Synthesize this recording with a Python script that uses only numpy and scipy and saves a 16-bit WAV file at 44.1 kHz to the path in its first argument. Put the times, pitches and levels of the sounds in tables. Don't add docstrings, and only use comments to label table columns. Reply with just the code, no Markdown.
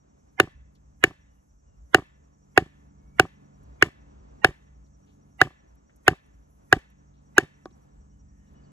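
import sys
import numpy as np
from scipy import signal
from scipy.fft import rfft, irfft, next_fast_len
from scipy.io import wavfile

SR = 44100
rng = np.random.default_rng(int(sys.argv[2]) if len(sys.argv) > 2 else 0)


def field_ratio(decibels):
    return 10 ** (np.asarray(decibels, dtype=float) / 20)


def to_wav(s):
    ch = np.atleast_2d(s).T
    pcm = np.round(np.clip(ch, -1, 1) * 32767)
    wavfile.write(sys.argv[1], SR, pcm.astype(np.int16))


N = 384543
SIZE = next_fast_len(N)
HZ = np.maximum(np.fft.rfftfreq(SIZE, 1 / SR), 1)
TIME = np.arange(N) / SR

# (time [s], engine level [dB], tyre hiss level [dB])
ROAD = [(0.0, -70, -75.5), (0.56, -64, -76), (1.19, -66, -77), (1.6, -70, -79.5), (1.97, -68, -75.5),
        (2.43, -65, -76.5), (2.69, -59.5, -72.5), (3.01, -58, -73.5), (4.44, -62, -68.5),
        (4.75, -64, -74.5), (5.27, -57.5, -74.5), (5.609, -69.5, -74), (7.14, -61.5, -74), (7.34, -60, -72),
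        (8.38, -60, -77), (8.72, -57.5, -69)]
# (frequency [Hz], density [dB per Hz])
RUMBLE = [(20, -28.5), (40, -14.5), (50, -3), (65, 1.5), (80, -11.5), (120, -19.5), (200, -40),
          (400, -90.5)]
HISS = [(60, -19.5), (110, -1), (280, -1), (360, -5.5), (700, -7), (1200, -13), (2000, -24), (3500, -32),
        (5200, -35), (8000, -61)]
# (time [s], peak level [dB], length [s])
SWELLS = [(.6, -53, .08), (0.921, -58, .05), (1.781, -55, .14), (3.099, -55.5, .1), (3.66, -51, .09),
          (4.15, -56.5, .2), (4.798, -57, .18), (6.349, -60, .15), (7.997, -53.5, .09), (8.253, -56, .15),
          (8.531, -56, .06)]
# (time [s], peak level [dB], length [s])
PASSING = [
    (3.68, -68, .12),
    (4.25, -67, .2),
    (7.85, -72, .2),
    (8.6, -70, .12),
]
# (frequency [Hz], density [dB per Hz])
TYRE_SONG = [(1300, -32), (1700, -5), (1850, 0), (2050, -12), (3000, -21), (5000, -70)]
# (time [s], peak level [dB], length [s])
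TYRE_PASS = [
    (8.45, -78, .2),
]
# (multiple [1], level [dB])
ENGINE = [(4, -8), (6, -1.5), (8, -4), (9, -9), (10, -14.5), (11, -15), (12, -8), (18, -20.5)]
WHINE = [(1, -83), (2, -86.5), (3, -88.5), (4, -88.5), (5, -95)]
# (frequency [Hz], density [dB per Hz])
INSECTS = [(4300, -39.5), (5000, -13.5), (5500, -6.5), (6000, -1.5), (6500, -2), (6900, -6), (7300, -4),
           (8000, -9.5), (8700, -21.5), (11500, -40), (16000, -59.5)]
# (frequency [Hz], level [dB])
DRONES = [(5985, -94), (6530, -93.5), (7300, -94)]
# (time [s], length [s], first frequency [Hz], last frequency [Hz],
# level [dB])
BIRD_NOTES = [(1.269, 0.14, 2940, 2860, -85.5), (1.662, 0.096, 2910, 2770, -82),
              (2.985, .2, 2180, 2290, -80), (8.1, .12, 2980, 2980, -88), (8.39, .1, 2970, 2906, -85),
              (8.545, 0.084, 2940, 2950, -78), (8.655, 0.08, 2950, 2960, -78),
              (8.625, 0.035, 4950, 4750, -82), (8.627, 0.044, 4650, 4550, -83),
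              (8.63, 0.052, 4400, 4350, -83), (7.198, 2.07, 8100, 7514, -92)]
# (time [s], level [dB])
LEAVES = [(0.0, -102), (0.36, -99), (0.82, -104), (1.43, -91.5), (1.7, -104), (2.11, -98), (2.57, -103),
          (2.69, -92.5), (3.01, -102), (3.18, -95), (4.27, -104), (5.29, -90.5), (5.56, -101), (6.7, -90),
          (7.14, -99), (7.8, -88.5), (8.02, -100), (8.72, -99)]
# (frequency [Hz], density [dB per Hz])
CLOTH = [(2000, -30), (5000, -8), (8000, -1), (12000, -1), (14000, -8), (16500, -20)]
# (time [s], peak level [dB], length [s])
SHIFTS = [
    (1.4, -91.5, .15),
    (5.1, -89.5, 0.2),
    (7.75, -91.5, .2),
    (8.46, -92.5, .05),
]
# (time [s], peak level [dB], length [s], centre frequency [Hz])
RUSTLES = [(0.749, -61, 0.0066, 4020), (4.857, -72, .008, 4490), (5.06, -66, 0.026, 3200),
           (5.891, -56, 0.0065, 1850), (7.655, -45.5, 0.0019, 4200), (7.705, -64, .004, 3350),
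           (5.959, -63.5, .003, 11000), (6.9, -72, .003, 11000), (7.13, -72, .03, 3500),
           (8.45, -73.5, .04, 3000), (8.53, -74, 0.003, 11000), (3.63, -74, .003, 11000),
           (5.75, -74, .003, 11000), (6.26, -73, .003, 11000), (.75, -76, .003, 11000)]
# (frequency [Hz], density [dB per Hz])
NEAR_ECHO = [(200, -12.5), (600, -5), (1100, 0.5), (1450, -9.5), (1720, -1), (2800, -8.5), (6000, -21.5),
             (11500, -35.5)]
FAR_ECHO = [(300, -11.5), (1000, -6.5), (1550, -8), (1720, 4), (1900, -4), (2800, -4.5), (4500, -10),
            (9000, -23)]
LEAF_ECHO = [(3000, -40), (5000, -3), (8000, -1), (12000, -4), (15000, -12)]
# (frequency [Hz], t60 [s])
NEAR_T60 = [(200, 0.22), (800, 0.13), (2000, 0.18), (5000, 0.14), (12000, 0.21)]
FAR_T60 = [(300, 0.35), (1750, 0.91), (3000, 0.46), (9000, 0.17)]
LEAF_T60 = [(4000, .3), (12000, .25)]
# (frequency [Hz], density [dB per Hz])
FORE_COLOUR = [(100, -25.5), (400, -16), (900, -9.5), (1800, 0), (2800, -5.5), (4500, -24), (8000, -33),
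               (14000, -40)]
FORE_DB = [3, 2, -0.5, 0.5, 0, 0, -2, 6, 3, -5.5, 5]
# (lead [s], level [dB], three frequencies [Hz, Hz, Hz])
FORELINES = [(.022, -30.5, 2099, 775, 1711), (.014, -33.5, 1754, 2077, 1000), (.015, -35, 1600, 1000, 3413),
             (.016, -35, 1948, 2713, 818), (.016, -41, 2013, 721, 1442), (.014, -35, 1916, 2200, 3402),
             (.029, -36, 1873, 850, 2777), (.024, -29, 2000, 775, 2760), (.017, -35, 2100, 2271, 3466),
             (.01, -48, 1496, 790, 2411), (.017, -32, 870, 2454, 2950)]
# (near end delay [s], level [dB], far end delay [s], level [dB])
BOUNCES = [(0.031, -32.5, .0405, -29.5), (.0365, -34, 0.063, -44), (.0345, -31, .0445, -28),
           (.0345, -32, .0465, -28.5), (.0355, -31, .0475, -33), (.0345, -37, .0465, -35.5),
           (0.045, -33.5, 0.043, -30.5), (.0375, -35.5, .0455, -36), (0.032, -27, .0445, -28.5),
           (0.042, -27, 0.038, -30.5), (0.045, -36.5, 0.053, -33.5)]
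# (delay after the blow [s], thud level [dB], knock level [dB])
SETTLES = [(.0755, -43, -46), (.0722, -43, -46), (.054, -40.5, -43), (.086, -46, -55), (.0575, -41, -37.5),
           (.061, -43.5, -50), (.064, -45, -52.5), (.0585, -39.5, -40.5), (.0545, -44.5, -40),
           (.044, -41.5, -56), (.065, -47, -59.5)]
# (time [s], thud level [dB], knock level [dB])
TAPS = [
    (.451, -48, -60),
    (1.985, -45, -31),
    (2.022, -45, -48),
    (3.861, -58, -43.5),
    (5.508, -54.5, -53.5),
    (7.712, -52, -70),
]
# (frequency [Hz], level [dB], t60 [s])
THUD = [(64, -14, 0.062), (163, -7.5, 0.042), (308, -3, 0.014), (380, 2.0, 0.027)]
DULL_KNOCK = [(765, 0, 0.033), (1180, -0.5, .016), (1520, -7.5, .014)]
KNOCK = [(770, -5.5, .04), (1160, -5, 0.036), (1215, -7, 0.034), (1070, 0.5, 0.012), (600, -1, 0.0031),
         (1530, -7, .009)]
LAID = [(345.6, 5, 0.028), (560, 5, 0.0074), (1010, -7.5, 0.02), (756, -10.5, 0.055), (1122, -13, 0.069),
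        (1195, -16, .05), (1480, -7, 0.0124), (2300, -12, .006), (2850, -24, .02), (3700, -20, .004)]
# (time [s], crack peak level [dB], then re the crack: stump [dB], branch [dB], fibre snap [dB])
BLOWS = [(0.3991, -4.5, -10.5, -18.5, -20), (1.038, -6, -11.5, -21, -25), (1.945, -1, -12, -14.5, -19),
         (2.5755, -3.5, -10, -11, -24.5), (3.1961, -4.5, -10.5, -11.5, -20.5),
         (3.8236, -3, -14, -26.5, -24), (4.4449, -2.5, -14.5, -13.5, -22.5), (5.414, -1, -19, -18, -29),
         (6.079, -3, -13, -13, -21), (6.726, -2, -15, -14, -27.5), (7.3802, -2, -12.5, -20, -18.5)]
# (share of upper baton mode [0-1], ground peak [dB], blade heel [dB], blade tip [dB])
LANDING = [(0.3, -25.5, -15, -25), (.74, -27.5, -25, -21.5), (.25, -23.5, -14.5, -26.5),
           (0.5, -22.5, -15.5, -22), (0.04, -21.5, -16, -26), (0.5, -23, -15, -20.5),
           (0.5, -22.5, -16, -18.5), (0.6, -22, -16.5, -21), (0.45, -20.5, -15.5, -26.5),
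           (0.5, -20, -15.5, -23), (.49, -31.5, -18, -32.5)]
# (upper baton mode [Hz], blade tip [Hz], blade middle [Hz], middle peak [dB], knot [dB])
GRIP = [(1780, 2170, 2800, -17.5, -14), (1780, 2190, 2750, -19, -16.5), (1790, 1900, 2830, -19, -20),
        (1800, 2170, 2760, -20, -18), (1710, 2210, 2790, -19, -20), (1810, 2150, 2870, -18, -15),
        (1740, 2130, 2857, -18.5, -22), (1730, 1900, 2850, -21, -18), (1730, 2110, 2860, -19, -26),
        (1690, 1900, 2830, -21, -22.5), (1700, 2300, 2780, -18, -16.5)]
# (hilt peak [dB], steel tick [dB], extra echo [dB])
BRIGHT = [(-18.5, -27, 0.4), (-26, -36, 0.04), (-26.5, -27, 0.48), (-27, -34, 0.06), (-27, -30, 0.2),
          (-26, -35, -0.2), (-26, -29, 0.6), (-28, -37, 0.06), (-26, -28, -0.12), (-30, -32, -0.36),
          (-25, -28, -0.1)]
# (frequency [Hz], level [dB], t60 [s])
BATON = [(1509, 1.5, 0.011), (1750, 0.67, 0.017)]
SPINE = [(1710, -45, 0.32), (1690, -50, 0.33), (1735, -52, 0.32)]
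STUMP = [(344, -5, 0.047), (382.4, 0.5, 0.035)]
BRANCH = [(685, -1, 0.019), (751, 1, .045)]
KNOT = [(570, -1, .012)]
GROUND = [(112.4, 0, 0.073), (140, -1, 0.088)]
# (frequency [Hz], level [dB], t60 [s])
BLADE = [
    [(1102, 0.39, 0.015), (1207, -1, 0.023)],
    [(1840, -2.5, 0.0091), (2147, 8, 0.021), (2343, 7, 0.0058)],
    [(2627, -0.5, 0.019), (2880, 0, 0.021), (3080, -2.5, 0.017)],
    [(3685, 4, 0.022), (4200, -2, 0.021)],
]
BLADE_DB = [4.9, 11, 14, 2]
# (frequency [Hz], density [dB per Hz])
SNAP = [(3500, -20.5), (5600, -3.5), (7000, -1), (8200, -13), (10000, -40.5)]
TICK = [(8000, -29), (9500, -1.5), (11500, -1), (13500, -7.5), (15000, -7), (17000, -21.5)]
# (frequency [Hz], phase [rad])
NEAR_PHASE = [(0, -.2), (400, 0.01), (700, 0.3), (1150, 0.7), (1380, 0.02), (1700, .9), (1900, 1),
              (2120, 2.59), (2400, 2.86), (3190, 1.96), (3880, -.1), (5300, -2.9), (6800, -6.2),
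              (16000, -19.2), (22050, -27.8)]
FAR_PHASE = [(0, 0.2), (250, -1.73), (700, -3), (2500, -4.5), (4000, -4.5), (5600, -5), (6800, -5),
             (16000, -20.5), (22050, -27.5)]
# (frequency [Hz], likeness [0-1])
FAR_LIKENESS = [(60, 1), (200, 0.72), (600, 0.86), (1500, 0.59), (5000, 0.74), (7000, 0.22), (9000, 0.96)]
# (frequency [Hz], level difference [dB])
NEAR_TILT = [(100, 0.5), (380, 2.5), (900, -2), (1300, -0.5), (2500, -3), (3700, -8.5), (7000, -1),
             (9000, 3)]
# (frequency [Hz], gain [dB])
KEPT = [(8300, 0), (8600, -25), (9600, -25), (9800, 0), (12500, 0), (13100, -22), (14300, -22),
        (15000, -10)]


def rms_one(x):
    return x / np.sqrt(np.mean(x ** 2) + 1e-20)


def at_hz(points, hz):
    point_hz, value = np.array(points)[:, 0], np.array(points)[:, 1]
    return np.interp(np.log(hz), np.log(point_hz), value)


def filtered(x, response):
    return irfft(rfft(x, SIZE) * response, SIZE)[..., :N]


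def drift(rate):
    r = np.exp(-80 * np.pi * rate / SR)
    slow = signal.lfilter([1], [1, -2 * r, r * r], rng.standard_normal(N // 40 + 2002))[2000:]
    return np.interp(np.arange(N) / 40, np.arange(len(slow)), rms_one(slow))


def coloured(spectrum):
    return rms_one(filtered(rng.standard_normal((2, N)), field_ratio(at_hz(spectrum, HZ))))


def bells(rows):
    return sum(field_ratio(db) * np.exp(-((TIME - s) / length) ** 2) for s, db, length in rows)


def right_port(phase, tilt_db=0):
    return field_ratio(tilt_db) * np.exp(-1j * np.interp(HZ, *np.transpose(phase)))


def far(pair):
    alike = np.clip(at_hz(FAR_LIKENESS, HZ), 0, 1)
    mixing = np.array([alike * right_port(FAR_PHASE), np.sqrt(1 - alike ** 2)])
    return np.array([pair[0], filtered(pair, mixing).sum(axis=0)])


def pushes(times, sizes, contact_s):
    clicks = np.zeros(N) + 1e-18
    np.add.at(clicks, np.round(np.asarray(times) * SR).astype(int), sizes)
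    n = np.arange(256)
    shape = np.maximum(np.sin(np.pi * n / (contact_s * SR)), 0) * (n < contact_s * SR)
    return signal.oaconvolve(clicks, shape / shape.sum())[:N] + 1e-18


def ring(force, modes):
    out = 0
    for hz, level_db, t60 in modes:
        r, w = field_ratio(-60 / (t60 * SR)), 2 * np.pi * hz / SR
        out = out + signal.lfilter([0, field_ratio(level_db) * np.sin(w)], [1, -2 * r * np.cos(w), r * r], force)
    return out


def ring_each(force, modes, tunes, spread_db=0):
    out, luck = np.zeros(N), spread_db * rng.standard_normal((len(BLOWS), len(modes)))
    for (s, *_), tune, extra in zip(BLOWS, tunes, luck):
        i = int(s * SR)
        for k, (hz, db, t60) in enumerate(modes):
            mode = [(hz * tune, db + extra[k], t60)]
            out[i:i + 4096] += (-1) ** k * ring(force[i:i + 4096], mode)
    return out


def dying(force, t60):
    return signal.lfilter([1], [1, -field_ratio(-60 / (t60 * SR))], force)


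def no_bass(x, hz):
    return signal.sosfilt(signal.butter(2, hz, "high", fs=SR, output="sos"), x)


def rumble():
    return (field_ratio(-63 + 2.0 * drift(1.4)) + bells(SWELLS)) * coloured(RUMBLE)


def tyres(hiss_db):
    return (field_ratio(hiss_db + 10.0 + 1.1 * drift(8)) + bells(PASSING)) * coloured(HISS)


def engine(level_db):
    turn = 2 * np.pi * np.cumsum(23.88 * (1 + 0.0008 * drift(0.31))) / SR
    tone = 0
    for k, db in ENGINE:
        tone = tone + field_ratio(db + 1.5 * drift(3.0)) * np.sin(k * turn + rng.uniform(0, 2 * np.pi))
    return field_ratio(level_db + 0.04) * rms_one(tone)


def whine(level_db):
    turn = 2 * np.pi * np.cumsum(427.7 * (1 + 0.00036 * drift(0.86))) / SR
    return sum(field_ratio(level_db + 60.5 + db + 2.3 * drift(2.5)) * np.sin(k * turn) for k, db in WHINE)


def birds():
    out, waver_db, waver_hz = np.zeros(N), 3 * drift(27), 12 * drift(30)
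    for s, length, first_hz, last_hz, level_db in BIRD_NOTES:
        on = np.clip(np.minimum(TIME - s, s + length - TIME) / 0.014, 0, 1)
        hz = waver_hz + np.interp(TIME, [s, s + length], [first_hz, last_hz])
        out += on * field_ratio(level_db) * np.sin(2 * np.pi * np.cumsum(hz) / SR)
    return out * field_ratio(waver_db)


def crickets():
    cycle = (TIME + .001) * 10.745 % 1
    gate = np.clip(np.minimum(cycle, .32 - cycle) / 0.051, 0, 1)
    level = field_ratio(-79.0 + 2.5 * drift(2.0) + 1 * drift(60))
    chirp_hz = 5720 + 10 * drift(41) - 60 * (cycle - .18) * (gate > 0)
    song = level * gate * np.sin(2 * np.pi * np.cumsum(chirp_hz) / SR)
    for hz, level_db in DRONES:
        song += field_ratio(level_db + 4.0 * drift(14)) * np.sin(2 * np.pi * np.cumsum(hz + 25 * drift(43)) / SR)
    return song * field_ratio([[0], [3.5]]) + field_ratio(-80.5 + 1.1 * drift(6)) * far(coloured(INSECTS))


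def leaves():
    level_db = np.interp(TIME, *np.transpose(LEAVES)) + 1.7 + 4.9 * drift(6)
    return field_ratio(level_db) * coloured([(9000, -60.5), (9700, 0), (11500, 1), (12600, -3), (13500, -60)])


def ducking():
    drop_db, recover_s = -8.5, 0.12
    since = TIME - np.array(BLOWS)[:, :1]
    return field_ratio(drop_db * np.sum((since > 0) * np.exp(-(since / recover_s) ** 2), axis=0))


def cloth():
    swing_db, rise_db_per_s = -76.5, 150
    early = np.array(BLOWS)[:, :1] - TIME
    swing = np.sum((early > 0) * field_ratio(swing_db - rise_db_per_s * np.abs(early)), axis=0)
    return (swing + bells(SHIFTS)) * field_ratio(4 * drift(15)) * coloured(CLOTH)


def rustles():
    out, grains = np.zeros(N), rng.standard_normal(N) * rng.exponential(1, N)
    for s, peak_db, length, hz in RUSTLES:
        i, n = int(s * SR), int(.15 * SR)
        age = TIME[:n][:N - i] / length
        puff = age * np.exp(1 - age) * grains[i:i + n] * field_ratio(peak_db)
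        octave = signal.butter(2, [hz / 1.4, hz * 1.3], "band", fs=SR, output="sos")
        out[i:i + n] += signal.sosfilt(octave, puff)
    return out


def echo(spectrum, t60s, level_db, build_s, channels):
    crack_db, extra_db = np.array(BLOWS)[:, 1], np.array(BRIGHT)[:, 2]
    size_db = 0.18 * crack_db + extra_db + level_db - 3.0
    force = pushes(np.array(BLOWS)[:, 0], field_ratio(size_db), build_s)
    streaks_db = 4.0 * np.interp(HZ / 70, np.arange(500), rng.standard_normal(size=500))
    noise, out = rfft(coloured(spectrum)[:channels], SIZE) * field_ratio(streaks_db - 0.23), 0
    for centre in 150 * 2 ** np.arange(0, 7):
        band = np.maximum(1 - np.abs(np.log2(HZ / centre)), 0)
        out = out + dying(force, at_hz(t60s, centre)) * irfft(noise * band, SIZE)[:, :N]
    return out


def fore_swell():
    lead_s, left_db, right_db = 0.012, -41, -32
    out = np.zeros((2, N))
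    pitches = 150 * 60 ** rng.random((len(BLOWS), 2, 24, 1))
    turns = rng.random((len(BLOWS), 2, 24, 1))
    for (s, *_), db, hz, turn in zip(BLOWS, FORE_DB, pitches, turns):
        i, j = int((s - .035) * SR), int((s + .002) * SR)
        early = TIME[i:j] - s
        swell = np.clip((early + lead_s) / 0.0027, .08, 1) * field_ratio(370 * np.minimum(early, 0))
        swell = swell * np.clip((early + .035) / .01, 0, 1)
        lines = (field_ratio(at_hz(FORE_COLOUR, hz)) * np.sin(2 * np.pi * (hz * early + turn))).sum(axis=1)
        out[:, i:j] = swell * field_ratio(db) * field_ratio([[left_db], [right_db]]) * rms_one(lines)
    return out


def forelines():
    out = np.zeros((2, N))
    for (s, *_), (lead, db, *hz) in zip(BLOWS, FORELINES):
        i, j = int((s - .04) * SR), int((s + .001) * SR)
        early = TIME[i:j] - s
        lines = sum(field_ratio(-3.5 * k) * np.sin(2 * np.pi * f * early) for k, f in enumerate(hz))
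        swell = np.clip((early + lead) / 0.0044, 0, 1) * field_ratio(500 * early + db)
        out[:, i:j] = swell * field_ratio([[-12], [0]]) * lines
    return out


def bounces():
    blow = np.array(BLOWS)[:, 0]
    near_s, near_db, far_s, far_db = np.transpose(BOUNCES)
    settle_s, settle_db, knock_db = np.transpose(SETTLES)
    tap_s, tap_db, tap_knock_db = np.transpose(TAPS)
    lands, settles = np.hstack([blow + near_s, blow + far_s]), np.hstack([blow + settle_s, tap_s])
    thud_s = np.hstack([lands, settles + 0.00084])
    thud_db = np.hstack([near_db, far_db, settle_db, tap_db]) + 7.5
    out = ring(pushes(thud_s, field_ratio(thud_db), .0028), THUD)
    dull_db = np.hstack([near_db - 9, far_db - 12])
    out += ring(pushes(lands, field_ratio(dull_db), 0.00058), DULL_KNOCK)
    ringing_db = np.hstack([knock_db, tap_knock_db]) + 4.5
    out += ring(pushes(settles - .0009, field_ratio(ringing_db), 0.00066), KNOCK)
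    laid = ring(pushes([7.6575], field_ratio(-30.5), 0.00031), LAID)
    return no_bass(out, 53) + no_bass(laid, 430)


def baton(s, crack_db, share, upper_hz):
    out = np.zeros(N)
    upper_lag = 0.0018 * np.clip(2 - 2.5 * share, 0, 1)
    stages = [(.00025, 3.2), (.00088, 1.5), (.0015, .4)]   # (delay [s], level [dB])
    lower = (BATON[0], 1 - share, s ** 0, 0)
    upper = (BATON[1], share, upper_hz / BATON[1][0], upper_lag)
    for mode, part, tune, lag in (lower, upper):
        times = [s + lag + late_s for late_s, db in stages]
        sizes = [part * field_ratio(crack_db + db) for late_s, db in stages]
        out += ring_each(pushes(np.ravel(times), np.ravel(sizes), 0.00019), [mode], tune)
    return out


def blade(s, heel_db, group_db, tip_hz, middle_hz):
    out = ring(pushes(s + .00086, field_ratio(heel_db + BLADE_DB[0]), .0001), BLADE[0])
    tip, middle = tip_hz / BLADE[1][1][0], middle_hz / BLADE[2][1][0]
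    for group, level_db, drive_db, tune in zip(BLADE[1:], group_db, BLADE_DB[1:], (tip, middle, middle)):
        force = pushes(s + .00086, field_ratio(level_db + drive_db), .0001)
        out += ring_each(force, group, tune, spread_db=2.5)
    return out


def blows():
    s, crack_db, stump_db, branch_db, snap_db = np.transpose(BLOWS)
    share, ground_db, heel_db, tip_db = np.transpose(LANDING)
    upper_hz, tip_hz, middle_hz, middle_db, knot_db = np.transpose(GRIP)
    hilt_db, tick_db, _ = np.transpose(BRIGHT)
    share = np.clip(share, 0, 1)
    crack = ring(pushes(s + 0.00095, share * field_ratio(crack_db), 0.00026), SPINE)
    crack += baton(s, crack_db, share, upper_hz)
    crack += blade(s, heel_db, [tip_db, middle_db, hilt_db], tip_hz, middle_hz)
    tear = pushes(s + 0.00079, field_ratio(crack_db + snap_db + 9.0), 0.00059)
    crack += dying(tear, 0.01) * coloured(SNAP)[0]
    tick = pushes(s + 0.00062, field_ratio(tick_db + 8.0), 0.00033)
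    crack += dying(tick, 0.0071) * coloured(TICK)[0]
    body = ring(pushes(s + .0019, field_ratio(crack_db + stump_db + 9.5), 0.0016), STUMP)
    body += ring(pushes(s + .0011, field_ratio(knot_db), 0.00026), KNOT)
    body += ring(pushes(s + .0011, field_ratio(crack_db + branch_db + 8), 0.0003), BRANCH)
    ground = ring(pushes(s + .0015, field_ratio(ground_db + 2.5), 0.0046), GROUND)
    return no_bass(crack, 600) - no_bass(no_bass(body, 300), 180) + no_bass(no_bass(ground, 70), 60)


def scene():
    s, *levels = np.transpose(ROAD)
    engine_db, hiss_db = [np.interp(TIME, s, c) for c in levels]
    scatter = field_ratio(2.0 * drift(70))
    kept = field_ratio(at_hz(KEPT, HZ))
    port = right_port(NEAR_PHASE, at_hz(NEAR_TILT, HZ))
    near_echo = scatter * echo(NEAR_ECHO, NEAR_T60, -29.0, 0.002, channels=1)[0]
    wood = blows() + filtered(bounces() + rustles() + near_echo, kept)
    near = np.array([wood, filtered(wood, port)]) + fore_swell() + forelines()
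    road = rumble() + tyres(hiss_db) + engine(engine_db) + whine(engine_db)
    distance = road + birds() + bells(TYRE_PASS) * coloured(TYRE_SONG)
    trees = field_ratio(1 * drift(25)) * echo(FAR_ECHO, FAR_T60, -48.5, 0.0046, channels=2)
    trees = trees + scatter * echo(LEAF_ECHO, LEAF_T60, -54.5, .006, channels=2)
    gain = ducking()
    return near + filtered(far(gain * distance + trees) + gain * crickets() + cloth() + leaves(), kept)


def low_pass(x):
    return signal.sosfilt(signal.butter(12, 16510, fs=SR, output="sos"), x)


def record(dry):
    top_cut = signal.cheby2(8, 40, 16600, fs=SR, output="sos")
    limited = signal.sosfiltfilt(top_cut, np.clip(dry, -1.1, 1.1))
    mix = np.clip(limited, -1, 1)
    return low_pass(mix)


dry = scene()
out = record(dry)
to_wav(out)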